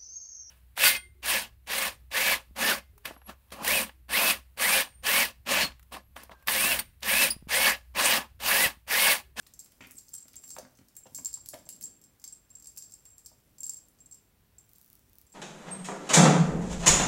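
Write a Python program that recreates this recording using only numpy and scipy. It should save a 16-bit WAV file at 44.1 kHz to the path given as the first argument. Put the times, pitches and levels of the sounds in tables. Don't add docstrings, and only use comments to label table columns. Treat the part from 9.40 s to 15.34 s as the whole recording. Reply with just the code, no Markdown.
import sys
import numpy as np
from scipy import signal
from scipy.fft import rfft, irfft, next_fast_len
from scipy.io import wavfile

SR = 44100
rng = np.random.default_rng(int(sys.argv[2]) if len(sys.argv) > 2 else 0)


def wav_out(sig):
    wavfile.write(sys.argv[1], SR, np.round(np.clip(np.atleast_2d(sig).T, -1, 1) * 32767).astype(np.int16))


def invert_db(x):
    u = np.asarray(x, float) / 20
    return 10 ** u


N = 261954

# (frequency [Hz], density [dB per Hz])
AIR_SPECTRUM = [(20, -17.5), (35, -20), (53, 2.5), (75, -6.5), (100, -3), (250, -13.5), (600, -20),
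                (1250, -22), (2500, -24), (4000, -26.5), (7500, -32), (12000, -26), (15800, -23.5)]
# (centre [s], half width [s], level [dB])
STIRS = [
    (.36, 0.28, -84),
    (1.2, 0.25, -74.5),
    (2.33, 0.27, -72),
    (3.39, 0.34, -83),
    (4.33, 0.39, -80),
]
# (frequency [Hz], T60 [s])
ROOM_T60 = [(200, 0.24), (1000, 0.33), (5000, 0.35), (8000, 0.24), (15000, 0.17)]
# (frequency [Hz], gain [dB])
MIC_RESPONSE = [(8500, -0.5), (9300, -1.5), (10300, -4.5), (11500, -0.5), (14000, -3), (15700, -1)]
# (time [s], peak [dB], thud re peak [dB], slap re peak [dB], board pitch at the spot [Hz])
PAW_LANDINGS = [(0.407, -40.5, -15.5, -29, 880), (0.418, -62, 8.5, -20, 500), (0.469, -66, 7.5, -20, 500),
                (0.549, -69.5, 11, 6, 509), (0.855, -51.5, -9.5, -7, 530), (1.1653, -31.5, -28, -6, 900),
                (1.171, -41, -19, -21, 595), (1.1828, -28, -30, -19, 600), (1.196, -34, -28, -14, 600),
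                (1.211, -47, -30, -22, 560), (1.219, -50, -28, -18, 623), (1.235, -46, -17, -19, 640),
                (1.23, -60.5, 6, 8, 581), (1.25, -57.5, 1, 11, 533), (1.392, -57, 1.5, -7, 546),
                (1.414, -64, 8.5, 7.5, 587), (1.656, -42, -27, -11, 710), (1.66, -40.5, -24, -18, 510),
                (1.666, -45, -12, -11, 740), (1.671, -59, -33, -20, 535), (1.722, -66.5, 8, -6.5, 511),
                (1.735, -75, 9, -20, 500), (1.764, -60, 0, -21.5, 500), (1.786, -44, -11, 0, 815),
                (1.8, -53.5, -4, -10, 600), (1.811, -60.5, 5, -6, 514), (1.823, -60, 1, -20, 500),
                (1.973, -46, -23, -29, 1120), (2.135, -31, -35, -9.5, 630), (2.142, -35, -16, -34, 604),
                (2.145, -32, -24, -19, 670), (2.151, -40, -36, -30, 590), (2.176, -54, -24, -22, 560),
                (2.197, -52, -19, -16, 620), (2.248, -72, 3, -18, 500), (2.268, -48, -29, -7, 700),
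                (3.916, -49, -19, -25, 724)]
# (frequency [Hz], level [dB], T60 [s])
BOARD_MODES = [(352, 7.5, 0.039), (530, -1.5, 0.05), (629, -0.5, 0.049), (744, -1, 0.023),
               (930, 0.5, 0.029), (1214, 0, 0.014), (1490, -5, 0.011), (2050, -9, 0.012)]
# (frequency [Hz], level [dB], T60 [s])
THUD_MODES = [(120, -3, 0.028), (210, 3, 0.021), (255, -2, 0.07)]
# (time [s], level [dB])
SCUFFS = [(0.031, -63.5), (0.0658, -52.5), (0.261, -58), (0.321, -58), (0.74, -50.5), (0.882, -55),
          (0.939, -54), (0.943, -55), (1.0369, -50.5), (0.066, -58), (1.105, -52.5), (1.183, -46.5),
          (1.388, -55), (1.567, -56), (1.666, -54), (1.67, -59), (1.747, -56), (1.785, -53), (1.884, -57),
          (2.141, -43), (2.059, -55.5), (2.29, -51), (2.4105, -52.5), (2.84, -51), (2.846, -67),
          (3.257, -59), (3.372, -53.5), (3.657, -61)]
# (time [s], hold [s], level [dB])
SLIDES = [
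    (0.4072, 0.0027, -48.5),
    (0.416, .008, -69),
    (0.423, 0.012, -57),
    (0.438, 0.021, -54),
    (0.473, 0.0036, -63),
    (0.481, 0.02, -67),
    (0.504, 0.014, -61.5),
]
# (frequency [Hz], level [dB], T60 [s])
SKID_MODES = [(980, -20, 0.006), (2070, -9.5, 0.015), (2460, 4.5, 0.0058), (3100, 1, 0.002),
              (4540, -9, 0.0033), (5800, -3.5, 0.0021)]
# (time [s], level [dB])
CLAW_TICKS = [(5.292, -40), (5.2974, -48), (5.3144, -44), (5.333, -35.5), (5.359, -40), (5.3644, -45),
              (5.383, -36), (5.4134, -35.5), (5.428, -44), (5.445, -39), (5.461, -41), (5.478, -43),
              (5.4824, -51), (5.5004, -36), (5.5293, -34), (5.5404, -53), (5.553, -36), (5.5923, -43),
              (5.6544, -59), (5.696, -45), (5.7024, -58), (5.7314, -39), (5.7544, -39), (5.784, -31.5),
              (5.8142, -35.5)]
# (time [s], level [dB])
SHAKE = [(0, -75.5), (.21, -81.5), (.56, -69), (.97, -79.5), (1.07, -64), (1.22, -78.5), (1.62, -79),
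         (1.8, -65.5), (2.02, -79), (2.17, -66), (2.27, -80), (3.04, -83), (3.34, -73.5), (3.75, -78.5),
         (4.33, -79), (5.1, -84.5), (5.39, -74.5), (5.94, -79.5)]
# (frequency [Hz], level [dB], T60 [s])
LINK_MODES = [(4900, 2, 0.0019), (5300, -2, 0.0036), (6130, 0, 0.0025), (7470, -3.5, 0.0048)]
# (time [s], peak [dB], link clink re peak [dB], tick re peak [dB])
HARD_STRIKES = [(0.581, -34, -29, -14), (0.5866, -42.5, -3, 0.5), (0.74, -33.5, -10.5, 0.5),
                (0.825, -40, -34, -28), (1.047, -40, -27, -28), (1.5665, -39.5, -18, 4),
                (1.7556, -32.5, -20, -3.5), (1.7607, -32, -21, -23), (1.77, -38.5, -10, -8),
                (1.777, -33, -16, -4), (1.795, -33, -23, -20), (1.8475, -23, -22, -13),
                (1.857, -19, -22, -18), (1.8717, -32, -22, -3), (1.9399, -21, -23, -16.5),
                (2.13, -41, -16, -9), (2.301, -38, -27, -12), (2.427, -36.5, -11, -1),
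                (2.4388, -24.5, -47, -16), (2.841, -36, -5.5, -0.5), (2.877, -33.5, -16, -10),
                (3.153, -35.5, -20, -14.5), (3.4228, -35, -13, -13), (4.2053, -29, -23, -11.5),
                (4.2325, -29, -10.5, -6.5), (4.2403, -25.5, -41, -36), (4.2653, -26.5, -21, -11.5),
                (4.2946, -21, -22, -13), (4.336, -36, -33, -7), (4.3688, -36.5, -17, -12),
                (4.724, -37, -17, -16)]
# (time [s], peak [dB], clatter re peak [dB], free ring [s])
SOFT_STRIKES = [(0.023, -58, -15, .006), (.4117, -55, -20, 0.032), (0.719, -52, -35, 0.014),
                (1.0384, -43, -11, .008), (1.078, -46, -10, 0.0051), (1.128, -39, -27, 0.0018),
                (1.153, -49, -7, 0.0052), (1.587, -44, -34, 0.0052), (1.635, -45.5, -35, 0.012),
                (1.7843, -33, -27, 0.01), (2.0122, -48, -37, 0.0067), (2.254, -51, -13, 0.0091),
                (2.3258, -40.5, -12, 0.013), (2.363, -44, -15, .005), (3.1036, -44.5, -20, 0.017),
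                (3.199, -47, -13, 0.0067), (3.224, -43, -14, 0.0053), (3.4411, -41, -18, 0.002),
                (3.521, -41.5, -11, 0.0043), (3.6538, -43, -14.5, 0.04), (3.7031, -47, -26, 0.083),
                (3.7813, -41.5, -13, 0.0023), (3.848, -49, -22, 0.0072), (4.376, -40, -21, 0.0069),
                (4.6044, -46, -20, 0.026), (4.659, -45.5, -18, 0.0066), (4.744, -44.5, -15, 0.0083),
                (5.1835, -42, -19, 0.0057), (5.899, -62, -17, 0.0065), (5.92, -52, -28, 0.0045)]
# (time [s], peak [dB], upper mode re peak [dB], clatter re peak [dB])
LIP_STRIKES = [(0.1375, -47.5, -4, -7), (0.1919, -36, -4, -15.5), (0.2, -39, -16, -12),
               (0.568, -51, 10, -20), (0.7339, -33, -8, -29), (0.7505, -35, 3, -17), (0.78, -41, 2, -11),
               (0.965, -47.5, 2, -17), (1.092, -44.5, -4, -6), (1.1142, -34, -8, -27),
               (1.139, -37, -12, -28), (1.7475, -31.5, -9, -12), (1.93, -37, -5, -12),
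               (2.188, -49.5, -11, -12), (2.615, -53, -12, -7.5), (2.6391, -48.5, -7, -9.5),
               (2.9246, -35.5, -4, -19), (3.244, -49, -11, -7), (3.258, -51, -6, -3.5),
               (3.2709, -37, -6, -12), (3.379, -37, -15, -7), (3.497, -51, -8, -14), (3.538, -37, -8, -21),
               (3.8608, -38, -6, -9), (4.1833, -46.5, -12, -10), (4.272, -49, -11, -25),
               (4.712, -43.5, -2, -18), (5.867, -58, -15, -11), (5.9271, -49, -3, -15)]
# (time [s], peak [dB], link clink re peak [dB], tick re peak [dB])
TUGS = [(0.07, -64, -25, 17), (.245, -56, -5, 9), (0.32, -66, -8, 16), (0.471, -62.5, 0, 18.5),
        (0.51, -60.5, -19, 20.5), (0.554, -53, -6, 4), (0.517, -63, -12, 19), (0.684, -60.5, 7, -1),
        (0.691, -60, -1, 15), (0.8821, -61.5, 9, 17), (0.933, -62, 8, 14), (0.9567, -47.5, -3.5, 6),
        (1.1048, -38, -4, -0.5), (1.167, -57, -18, 13), (1.186, -55, 12, 18), (1.373, -70.5, 8, 15),
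        (1.485, -65.5, 3.5, 14.5), (1.553, -58, -1, 4), (2.0599, -53.5, 5, 13), (2.088, -44, 0.5, 13.5),
        (2.097, -58, 1, 4), (2.097, -64, -4, 7), (2.142, -62.5, -11, 19), (2.298, -56, -4, 4),
        (.26, -61, 2, 11), (0.308, -71, 6, -2), (2.264, -53.5, -6, -12), (2.29, -38, -5, 5),
        (2.411, -43.5, -10, 7.5), (2.4205, -51, 2.5, 4), (2.424, -53, -1, 4), (2.434, -49, -10, 5),
        (2.4365, -60, -7, -6), (3.511, -60, -2, 8), (1.353, -73, 9, 4), (2.798, -58, -3, 5),
        (2.817, -63, 7, 9), (3.095, -72, 2, 8), (4.588, -62, 0, -4), (4.256, -58, -7, 14),
        (2.025, -70, -10, 10), (2.828, -68, -8, 10), (3.3632, -51.5, -3, 5), (3.3742, -40.5, -7, 5.5),
        (3.388, -45, -24, -5), (4.485, -65, -3, 14), (5.353, -58.5, -5, -2)]
# (time [s], peak [dB], free ring [s])
REBOUNDS = [(.76, -38, 0.0077), (.775, -48, 0.0035), (.7845, -36, 0.0036), (0.793, -42, .004),
            (.803, -40, 0.0072), (1.068, -42, .012), (1.087, -41, 0.0023), (1.1002, -41, 0.0034),
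            (1.1205, -38, .005), (1.1317, -40, .006), (1.853, -34, .003), (1.865, -25, 0.0099),
            (1.879, -37, .004), (1.89, -40, 0.0073), (.965, -30, 0.0033), (2.314, -42, 0.0036),
            (2.335, -43, 0.0044), (2.485, -43, 0.025), (4.245, -34, .006), (4.277, -42, 0.006),
            (4.41, -49, 0.0056), (1.947, -35, .004), (1.956, -47, 0.0022), (2.455, -29.5, 0.004),
            (2.46, -41, 0.0027), (2.466, -41, 0.0034), (2.476, -39, 0.0022), (2.885, -37, .004),
            (2.902, -50, 0.0059), (3.386, -35, .002), (3.393, -47, 0.0016), (3.415, -42, 0.0044),
            (3.435, -40, 0.0023), (3.451, -47, 0.021), (3.546, -47, 0.0023), (4.218, -41, 0.0039),
            (4.255, -35, 0.0032), (4.304, -30, 0.0034), (4.31, -38, 0.0033), (4.32, -39, 0.0044),
            (4.329, -42, 0.0034)]
# (time [s], free ring [s])
FLIGHTS = [(.741, 0.011), (.7502, 0.009), (1.047, 0.02), (1.1146, .002), (1.127, .002), (1.139, 0.0038),
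           (1.5666, .058), (1.794, 0.006), (1.8479, 0.0033), (1.8575, 0.0043), (1.8722, .004),
           (1.94, 0.0057), (2.427, 0.0018), (2.4388, 0.015), (2.841, 0.015), (2.8773, 0.0057),
           (2.9256, 0.014), (3.153, 0.0071), (3.2728, 0.036), (3.379, 0.0025), (3.538, 0.0045),
           (4.183, 0.01), (4.2053, .004), (4.2396, 0.005), (4.2648, 0.01), (4.2942, 0.007), (4.336, .005),
           (4.368, .006), (.192, 0.0036), (2.13, .015), (4.712, .012), (4.724, 0.01)]
# (time [s], frequency [Hz])
BELL_PITCH = [(.14, 7500), (.19, 7570), (.73, 7515), (.97, 7470), (1.05, 7518), (1.6, 7518), (1.79, 7478),
              (1.85, 7412), (1.94, 7462), (2.13, 7470), (2.33, 7588), (2.44, 7490), (2.64, 7590),
              (2.84, 7478), (2.93, 7572), (3.1, 7513), (4.23, 7465), (4.6, 7535)]
# (peak [dB], T60 [s])
FREE_T60 = [(-44, .22), (-34, .1), (-24, .06)]

AIR_DB, STILL_DB = -67, -83
BAND_LIMIT_HZ = 16000
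FEET_WET_DB, RING_WET_DB = -5.5, -10
BITE_DB, BITE_S, SLIDE_FADE_DB_PER_S = 0.5, 0.0026, 900
ROLL_DB, ROLL_SETTLE_S, ROLL_FOLLOWS = -39, 0.018, 0.73
SHIVER_DB, SHIVER_S = -77.5, 0.026
JANGLE_DB, JANGLE_S, LINK_SPREAD_DB = -6, 0.0048, 3
LINK_DB, TICK_DB = 1, 8
HARD_UPPER_DB, SOFT_UPPER_DB, TUG_UPPER_DB = -30, -14, -3
FREE_RING_S, LIP_RING_S, RING_SPREAD = 0.0073, 0.0096, 0.042
DAMPED_DB, CARRIED_DB, SETTLE_S = -8.5, -13, 0.0007
SPLIT_HZ, SPLIT_DB = 48, -19.5
BELL_UPPER_HZ, UPPER_T60_S, BELL_T60_S = 8140, 0.15, 0.11


def rms_one(x):
    return x / np.sqrt(np.mean(x ** 2) + 1e-20)


def in_time(rows):
    s, *columns = np.transpose(rows)
    return [np.interp(np.arange(N) / SR, s, c) for c in columns]


def at_hz(points, hz):
    table_hz, values = np.transpose(points)
    return np.interp(np.log(hz + 1), np.log(table_hz), values)


def band(x, low_hz, high_hz):
    sos = signal.butter(2, [low_hz, min(high_hz, .45 * SR)], "band", fs=SR, output="sos")
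    return signal.sosfilt(sos, x + 1e-18)


def linger(x, decay_s):
    return signal.lfilter([1], [1, -np.exp(-1 / (decay_s * SR))], x + 1e-18)


def ring(clicks, modes):
    out = 0
    for hz, db, t60_s in modes:
        r, w = invert_db(-60 / (t60_s * SR)), 2 * np.pi * hz / SR
        out = out + invert_db(db) * signal.lfilter([0, np.sin(w)], [1, -2 * r * np.cos(w), r * r], clicks + 1e-18)
    return out


def blows(times_s, db):
    out = np.zeros(N)
    at = np.round(np.asarray(times_s) * SR).astype(int)
    np.add.at(out, np.minimum(at, N - 1), invert_db(db))
    return out


def grains(per_s, spread_db):
    sizes = invert_db(spread_db * np.minimum(rng.exponential(1, N), 5))
    return sizes * rng.choice([-1, 1], N) * (rng.random(N) < per_s / SR)


def puff(clicks, low_hz, high_hz, decay_s):
    return linger(np.abs(clicks), decay_s) * rms_one(band(rng.standard_normal(N), low_hz, high_hz))


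def drift(rate_hz):
    r = np.exp(-2 * np.pi * rate_hz / SR)
    return rms_one(signal.lfilter([1], [1, -2 * r, r * r], rng.standard_normal(N + SR))[SR:])


def air():
    hz = np.arange(N // 2 + 1) * SR / N
    noise = irfft(rfft(rng.standard_normal(N)) * invert_db(at_hz(AIR_SPECTRUM, hz)), N)
    return invert_db(AIR_DB) * rms_one(noise)


def stirring():
    t = np.arange(N) / SR
    swell = invert_db(STILL_DB) + sum(invert_db(db) * np.exp(-((t - s) / half_s) ** 2) for s, half_s, db in STIRS)
    low = rms_one(band(rng.standard_normal(N), 140, 304)) * invert_db(2.2 * drift(2.3))
    rumble = rms_one(band(rng.standard_normal(N), 35, 114)) * invert_db(-78.5 + 5.0 * drift(2.14))
    house_air = rms_one(band(rng.standard_normal(N), 260, 650))
    return rumble + swell * (invert_db(2.5) * low + invert_db(-2.5) * house_air)


def room(x):
    t, tail = np.arange(SR // 2) / SR, 0
    for hz in 125 * 2. 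** np.arange(8):
        noise = band(rng.standard_normal(len(t)), hz / 2 ** .5, hz * 2 ** .5)
        tail = tail + noise * invert_db(-60 * t / at_hz(ROOM_T60, hz))
    tail = tail * np.clip((t - .004) / 0.00019, 0, 1)
    tail = tail / np.sqrt(np.sum(tail ** 2))
    size = next_fast_len(N + len(t))
    return irfft(rfft(x, size) * rfft(tail, size), size)[:N]


def paws():
    s, db, thud_db, slap_db, spot_hz = np.transpose(PAW_LANDINGS)
    board = 0
    for k, mode in enumerate(BOARD_MODES):
        near_db = -24 * np.log2(mode[0] / spot_hz) ** 2
        board = board + (-1) ** k * ring(blows(s - .001, db - 8.5 + near_db), [mode])
    thud = ring(band(blows(s - .001, db + thud_db + 2.0), 90, 530), THUD_MODES)
    slaps = puff(blows(s, db + slap_db - 4.0), 690, 2100, 0.0022)
    catches = blows(*np.transpose(SCUFFS))
    scuffs = invert_db(-1.5) * puff(catches, 1080, 7200, 0.0041) + invert_db(21.5) * band(catches, 2000, 4500)
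    return band(board, 380, 3600) + thud + slaps + scuffs


def claw_skid():
    t, press = np.arange(N) / SR, 0
    for s, hold_s, db in SLIDES:
        age_s = np.maximum(t - s, 0)
        bite_db = BITE_DB * np.exp(-age_s / BITE_S)
        fade_db = SLIDE_FADE_DB_PER_S * np.maximum(age_s - hold_s, 0)
        press = press + (t > s) * invert_db(db + bite_db - fade_db)
    return press * rms_one(ring(grains(5000, 1.8), SKID_MODES))


def claw_ticks():
    s, db = np.transpose(CLAW_TICKS)
    taps = blows(s + .001, db)
    sharp = band(band(taps, 12000, 21000), 8600, 17000)
    return invert_db(12.5) * sharp + invert_db(-1.0) * band(taps, 3800, 7200)


def flight(s, usual_s):
    return next((free_s for at_s, free_s in FLIGHTS if abs(at_s - s) < .0045), usual_s)


def strikes():
    rows = [(s, db, link_db, HARD_UPPER_DB, tick_db, flight(s, FREE_RING_S))
            for s, db, link_db, tick_db in HARD_STRIKES]
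    rows += [(s, db, clatter_db + LINK_DB, SOFT_UPPER_DB, clatter_db + TICK_DB, free_s)
             for s, db, clatter_db, free_s in SOFT_STRIKES]
    rows += [(s, db, clatter_db + LINK_DB, upper_db, clatter_db + TICK_DB, flight(s, LIP_RING_S))
             for s, db, upper_db, clatter_db in LIP_STRIKES]
    rows += [(s, db, link_db, TUG_UPPER_DB, tick_db, FREE_RING_S) for s, db, link_db, tick_db in TUGS]
    rows += [(s, db, -40, SOFT_UPPER_DB, -30, free_s) for s, db, free_s in REBOUNDS]
    return sorted(rows)


def rattle():
    shake_db, = in_time(SHAKE)
    s, db = np.transpose(strikes())[:2]
    energy = linger(blows(s, db + 30) ** 2, ROLL_SETTLE_S)
    shell = [(7480, 0, .045), (7560, -5, .04), (BELL_UPPER_HZ, -11, .04)]   # (Hz, dB, T60 s)
    roll = energy ** (ROLL_FOLLOWS / 2) * rms_one(ring(grains(400, 0.77), shell))
    shiver = invert_db(SHIVER_DB) * np.sqrt(linger(blows(s, db + 30), SHIVER_S))
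    crackle = grains(5400, 3.5)
    high = rms_one(band(crackle, 8000, 16100))
    low = rms_one(band(band(crackle, 5700, 7400), 4200, 7000))
    rustle = (invert_db(shake_db + 5.0) + shiver) * high + invert_db(shake_db - 2.5) * low
    return invert_db(ROLL_DB - 12.5) * roll + rustle


def small_shell(x):
    return signal.sosfilt(signal.butter(5, 4500, "high", fs=SR, output="sos"), x)


def bell_clatter():
    s, db, link_db, _, tick_db, _ = np.transpose(strikes())
    links, ticks = blows(s, db + link_db), blows(s, db + tick_db)
    jangle = ring(linger(links, JANGLE_S) * grains(700, 2.0), LINK_MODES)
    uneven_db = LINK_SPREAD_DB * rng.standard_normal((len(s), len(LINK_MODES)))
    struck = 0
    for k, mode in enumerate(LINK_MODES):
        struck = struck + ring(blows(s, db + link_db + uneven_db[:, k]), [mode])
    clink = invert_db(4.5) * struck + invert_db(JANGLE_DB) * jangle + invert_db(-1.5) * puff(links, 5150, 7400, 0.0038)
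    tick = invert_db(-1.0) * puff(ticks, 8100, 20000, 0.0024) + invert_db(16.0) * band(ticks, 6000, 17000)
    return small_shell(clink + tick)


def bell_tone():
    out, t = np.zeros(N + SR), np.arange(SR // 6) / SR
    rise = np.minimum(t / .0005, 1)
    for s, db, _, upper_db, _, free_s in strikes():
        fall_chance, jump_chance, twin_phase = rng.random(3)
        fall_s = free_s * (1 + RING_SPREAD * (fall_chance - .5))
        touch = np.clip((t - fall_s) / SETTLE_S, 0, 1)
        lying_s = np.maximum(t - free_s, 0)
        free_t60_s = np.interp(db, *np.transpose(FREE_T60))
        decay_db = -60 * (t - lying_s) / free_t60_s - 60 * lying_s / BELL_T60_S
        shape = invert_db(decay_db + DAMPED_DB * touch) * rise

        jump = np.pi * (jump_chance - .5) * touch
        hz = np.interp(s, *np.transpose(BELL_PITCH))
        twin_hz = hz + SPLIT_HZ * np.sign(7500 - hz)
        main = np.sin(2 * np.pi * hz * t + jump)
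        twin = invert_db(SPLIT_DB) * np.sin(2 * np.pi * (twin_hz * t + twin_phase))
        upper = invert_db(upper_db - 60 * t / UPPER_T60_S) * np.sin(2 * np.pi * BELL_UPPER_HZ * t - jump)

        at = round(s * SR)
        old_peak = np.abs(out[at:at + 12]).max()
        weight = min(1, 2 * invert_db(db) / (old_peak + 1e-9))
        out[at:at + len(t)] *= invert_db(CARRIED_DB * weight * rise)
        out[at:at + len(t)] += invert_db(db - 3.5) * shape * (main + twin + upper)
    return small_shell(out[:N])


def scene():
    feet, skid, ticks = paws(), claw_skid(), claw_ticks()
    clatter, tone = bell_clatter(), bell_tone()
    near = feet + skid + ticks + clatter + tone + rattle()
    wet = invert_db(FEET_WET_DB) * feet + invert_db(-10.0) * skid + invert_db(-7.0) * ticks
    wet = wet + invert_db(-4.0) * clatter + invert_db(RING_WET_DB) * tone
    return (near + room(wet) + air() + stirring())[None]


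def band_limit(x):
    return signal.sosfilt(signal.butter(12, 16980, fs=SR, output="sos"), x)


def record(dry):
    hz = np.arange(N // 2 + 1) * SR / N
    limit_db = -28 * np.clip((hz - BAND_LIMIT_HZ) / 150 + .5, 0, 1) - 60 * (hz > 16800)
    mix = irfft(rfft(dry) * invert_db(at_hz(MIC_RESPONSE, hz) + limit_db), N)
    return band_limit(mix)


dry = scene()
out = record(dry)
wav_out(out)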